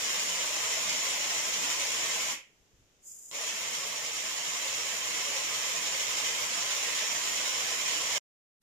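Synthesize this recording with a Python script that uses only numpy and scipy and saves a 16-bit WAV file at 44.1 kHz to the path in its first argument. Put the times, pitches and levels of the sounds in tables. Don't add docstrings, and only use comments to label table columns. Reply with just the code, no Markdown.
import sys
import numpy as np
from scipy import signal
from scipy.fft import rfft, irfft, next_fast_len
from scipy.io import wavfile
from scipy.ndimage import uniform_filter1d, minimum_filter1d

SR = 44100
rng = np.random.default_rng(int(sys.argv[2]) if len(sys.argv) > 2 else 0)


def boost_factor(decibels):
    exponent = np.asarray(decibels, float) / 20
    return 10 ** exponent


def file_out(sig):
    cols = np.atleast_2d(sig).T
    lim = np.clip(cols, -1, 1)
    pcm = np.round(lim * 32767).astype(np.int16)
    wavfile.write(sys.argv[1], SR, pcm)


N = 380141
SIZE = next_fast_len(N + SR)
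HZ = np.maximum(np.arange(SIZE // 2 + 1) * SR / SIZE, 1)
SWITCH_OFF_S, SWITCH_ON_S = 2.325, 3.3125

# time_s [s], rattle_db [dB], left_right_db [dB]
NEARNESS = [
    (0, -33.5, -1),
    (1.3, -33, -1.5),
    (2.3, -33, -1.5),
    (3.45, -36, -1.5),
    (4.2, -37, -2.5),
    (4.75, -35, -2.5),
    (6.3, -33.5, -2.5),
    (6.6, -33.5, -2.5),
    (8.2, -33.5, -3.5),
]


def grinder():
    near_db, pan_db = in_time(NEARNESS)
    colour_db = cup_colour()
    cracks = knocks(colour_db)
    cup = cracks + tumbling_load(colour_db, near_db)
    sides = np.array([[.5], [-.5]])
    return microphones(room(cup) + cracks) * boost_factor((pan_db + 3.5) * sides)


# pitch_hz [Hz], level_db [dB per Hz]
RATTLE = [(18, -60), (30, -45), (69, -30), (113, -13.5), (396, -11), (463, -4), (759, -5), (1040, -5),
          (1460, -5), (2100, 0), (3100, -4.5), (4580, -7), (6960, -6), (9260, -9.5), (15200, -10)]
# pitch_hz [Hz], width_hz [Hz], lift_db [dB]
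RESONANCES = [(309, 7, 8), (461, 16, 2), (510, 20, -1), (595, 43, 4), (644, 15, 2.5), (374, 31, -0.5),
              (564, 16, -1.5), (757, 35, -6), (1870, 35, 1), (1042, 250, 4.5), (2137, 52, 2),
              (2630, 96, 2.5), (3097, 510, 6), (5790, 1600, 7.5), (7100, 680, 9.5), (1020, 7.9, 4.5)]


def cup_colour():
    colour_db = at_hz(RATTLE)
    for hz, width_hz, lift_db in RESONANCES:
        colour_db = colour_db + lift_db / (1 + (2 * (HZ - hz) / width_hz) ** 2)
    return colour_db


# start_s [s], peak_db [dB]
KNOCKS = [
    (0.1037, -21),
    (1.0544, -22),
    (3.3134, -31.5),
    (3.345, -28),
    (3.4136, -24),
    (3.4674, -25),
    (3.7504, -24),
    (7.2888, -22),
]


def knocks(colour_db):
    pushes = np.zeros(N)
    starts = [round(start_s * SR) for start_s, _ in KNOCKS]
    pushes[starts] = boost_factor(np.array(KNOCKS)[:, 1] + 6.5)
    return shaped(pushes, rms_one(boost_factor(colour_db)))


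# time_s [s], lift_db [dB]
SURGES = [(.1, 1), (1.0, 2), (1.63, 2), (3.42, 1), (3.49, -1), (3.77, 1.5), (4.61, 2.5), (6.72, 1.5),
          (7.37, 1.5), (7.87, 1.5), (8.15, 2.5)]


def tumbling_load(colour_db, near_db):
    surge_half_s = 0.024
    bite_db, bite_s = -5, .05
    boom_db, dust_db = -10.5, -11
    boom_follows, dust_follows = .1, .1
    low = 1 / (1 + (HZ / 1600) ** 6)
    high = 1 / (1 + (8300 / HZ) ** 12)
    surge_db = sum(lift_db * hump(s, surge_half_s) for s, lift_db in SURGES)
    t = np.arange(N) / SR
    running = (t < SWITCH_OFF_S) | (t > SWITCH_ON_S)
    load_db = near_db + bite_db * np.exp(-np.abs(t - SWITCH_ON_S) / bite_s)
    swell = drift(48)
    layers = [(low, load_db + boom_db + boom_follows * surge_db, 2.5, 1.2),
              (1 - low - high, load_db + surge_db, 3.5, 1.8),
              (high, load_db + dust_db + dust_follows * surge_db, 3.0, 1.8)]
    load = 0
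    for share, level_db, spread_db, clump_db in layers:
        body = rms_one(boost_factor(colour_db) * np.sqrt(np.clip(share, 0, 1)))
        load = load + shaped(fragments(level_db + 0.5, running, spread_db, clump_db, swell), body)
    return load


def fragments(level_db, running, spread_db, clump_db, swell):
    hits_per_s = 5000
    sizes = boost_factor(spread_db * np.minimum(rng.exponential(1, N), 4.0)) * rng.choice([-1, 1], N)
    hits = rms_one(sizes * (rng.random(N) < hits_per_s / SR))
    clumps = swell + 0.3 * drift(31.0) + 0.92 * drift(80)
    clumps -= uniform_filter1d(clumps, size=SR // 7)
    return hits * running * boost_factor(level_db + clump_db * 1.09 * np.tanh(clumps / 1.2))


HOP, SHORT = 768, 16384
SHORT_HZ = np.maximum(np.arange(SHORT // 2 + 1) * SR / SHORT, 1)
# pitch_hz [Hz], decay_s [s]
ROOM_T60 = [(100, .24), (600, .25), (1300, .25), (2200, .39), (3300, .26), (5500, .24), (12000, .22)]


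def room(x):
    direct_db = -7
    t = np.arange(SHORT - 2 * HOP) / SR
    centres = 100 * 2 ** np.arange(0, 8, .75)
    decays = boost_factor(-60 * t / at_hz(ROOM_T60, centres)[:, None]) * (t > .004)
    decays /= np.sqrt(np.sum(decays ** 2, axis=1, keepdims=True))
    bands_away = np.log2(np.maximum(SHORT_HZ, 100) / centres[:, None]) / .75
    shares = np.cos(np.pi / 2 * np.clip(bands_away, -1, 1))
    spots = []
    for noise in rng.standard_normal((40, 2, 2, len(t))):
        tails = sum(rfft(noise[k % 2] * decays[k], SHORT) * shares[k] for k in range(len(centres)))
        spots.append(pair(*tails, SHORT_HZ) + boost_factor(direct_db))
    run_in = 12 * HOP
    padded = np.pad(x, (run_in, 2 * HOP), "reflect")
    fade = np.sin(np.pi * np.arange(2 * HOP) / (2 * HOP))
    out = np.zeros((2, N + 2 * SHORT))
    for k, start in enumerate(range(0, N + run_in, HOP)):
        piece = rfft(padded[start:start + 2 * HOP] * fade, SHORT)
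        out[:, start:start + SHORT] += irfft(piece * spots[k % 40], SHORT)
    return out[:, run_in:run_in + N]


# pitch_hz [Hz], left_right_db [dB]
TILT = [(60, -11), (120, 2), (240, -1.5), (480, 4), (950, -1.5), (1890, -4), (3770, -6), (7520, -0.5),
        (15000, -1.5)]
# pitch_hz [Hz], lead_rad [radians]
LEAD = [(0, 0), (950, .9), (1210, 1.2), (3010, 10.0), (7060, 25.5), (16000, 56)]


def microphones(x):
    sides = np.array([[.5], [-.5]])
    lead_rad = np.interp(HZ, *np.transpose(LEAD))
    return shaped(x, boost_factor(at_hz(TILT) * sides) * np.exp(1j * lead_rad * sides))


# pitch_hz [Hz], level_db [dB per Hz]
HISS_COLOUR = [(4300, -41), (5000, -17), (5700, -22), (6500, -6.5), (7050, -1), (7900, -11), (9500, -16.5),
               (12000, -19), (15200, -21.5)]


def powder_hiss():
    peak_s, peak_db = 3.1, -49.5
    rise_s, sag_db, sag_s = .052, 5, .07
    since = np.arange(N) / SR - peak_s
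    rise = -10 * (since / rise_s) ** 2
    sag = -sag_db * (1 - np.exp(-np.abs(since) / sag_s))
    level_db = peak_db + np.where(since < 0, rise, sag)
    before_blade = since < SWITCH_ON_S - peak_s
    return wide_noise(HISS_COLOUR) * boost_factor(level_db + 4.5 + 1.3 * drift(44)) * before_blade


# time_s [s], level_db [dB], half_length_s [s]
BUMPS = [
    (2.603, -76, .04),
    (2.743, -62, .012),
    (2.814, -63, 0.037),
    (2.93, -78, .03),
]


def hand_rumble():
    grip = boost_factor(-77.5) + sum(boost_factor(db) * hump(s, half_s) for s, db, half_s in BUMPS)
    colour = [(8, -35), (25, -5.5), (60, -1.5), (110, -4.5), (300, -25), (700, -56)]   # (Hz, dB per Hz)
    return wide_noise(colour) * grip * boost_factor(-3.0 + 1.2 * drift(20))


# pitch_hz [Hz], level_db [dB per Hz]
QUIET = [(20, -13), (60, -20.5), (190, -18.5), (330, -18.5), (470, -18), (620, -22.5), (1100, -27),
         (3200, -24.5), (4300, -30), (5800, -24.5), (7050, -23.5), (8300, -35.5), (11000, -38),
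         (15200, -37)]


def room_tone():
    quiet_db = -63.5
    return wide_noise(QUIET) * boost_factor(quiet_db - 4.5)


def wide_noise(colour):
    mid, side = rfft(rng.standard_normal((2, SIZE)))
    return rms_one(irfft(pair(mid, side) * boost_factor(at_hz(colour)), SIZE)[:, :N])


# pitch_hz [Hz], likeness [0-1]
LIKENESS = [(30, .62), (70, 0.4), (130, 1), (330, 0.6), (520, 0.82), (900, 0.3), (1600, 0), (15000, 0)]


def pair(mid, side, grid=HZ):
    alike = np.clip(at_hz(LIKENESS, grid), 0, 1)
    return np.sqrt((1 + alike) / 2) * mid + np.sqrt((1 - alike) / 2) * side * np.array([[1], [-1]])


def drift(rate):
    r = np.exp(-80 * np.pi * rate / SR)
    slow = signal.lfilter([1], [1, -2 * r, r * r], rng.standard_normal(N // 40 + 2002))[2000:]
    return np.interp(np.arange(N) / 40, np.arange(len(slow)), rms_one(slow))


def hump(centre_s, half_s):
    return np.exp(-((np.arange(N) / SR - centre_s) / half_s) ** 2)


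def in_time(rows):
    s, *columns = np.transpose(rows)
    return [np.interp(np.arange(N) / SR, s, c) for c in columns]


def at_hz(points, grid=HZ):
    hz, value = np.transpose(points)
    return np.interp(np.log(grid), np.log(hz), value)


def shaped(x, response):
    return irfft(rfft(x, SIZE) * response, SIZE)[..., :N]


def rms_one(x):
    return x / np.sqrt(np.mean(np.abs(x) ** 2) + 1e-20)


def scene():
    return grinder() + powder_hiss() + room_tone() + hand_rumble()


def dropouts(x, weak_db, masked_db):
    hz, _, cells = signal.stft(x, SR, "cosine", 2048, 1024)
    power = np.mean(np.abs(cells) ** 2, axis=0) + 1e-30
    narrow = uniform_filter1d(power, size=14, axis=0)
    broad = uniform_filter1d(power, size=60, axis=0)
    whim_db = 5.0 * uniform_filter1d(rng.standard_normal(power.shape), size=14, axis=0)
    weak = (narrow < broad * boost_factor(2 * (weak_db + whim_db))) & (hz[:, None] > 9300)
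    loudest = broad[hz > 3000].max(axis=0)
    masked = (narrow < loudest * boost_factor(2 * masked_db)) & (hz[:, None] > 900)
    keep = minimum_filter1d(1. - (weak | masked), size=10, axis=0)
    keep = minimum_filter1d(keep, size=2, axis=1)
    return signal.istft(cells * keep, SR, "cosine", 2048, 1024)[1][:, :N]


def roll_off(x):
    return signal.sosfilt(signal.butter(12, 16430, fs=SR, output="sos"), x)


def record(dry):
    stop_s, faint_end_s = 8.1815, 8.6
    t = np.arange(N) / SR
    wisp = boost_factor(-19 - 1000 * (t - stop_s)) * (t < stop_s + .016)
    rumble = wide_noise([(20, 0), (250, -4), (700, -40), (15000, -50)]) * boost_factor(-87.0)
    fizz = wide_noise([(20, 0), (15000, 0)]) * boost_factor(-74 + 1500 * (t - N / SR))
    heard = dropouts(dry, weak_db=-3.6, masked_db=-30.8)
    mix = heard * np.where(t < stop_s, 1, np.minimum(wisp, 1))
    mix = mix + (rumble + fizz) * (t > faint_end_s)
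    mix = signal.sosfilt(signal.cheby2(24, 50, 15310, fs=SR, output="sos"), mix)
    return roll_off(mix)


dry = scene()
out = record(dry)
file_out(out)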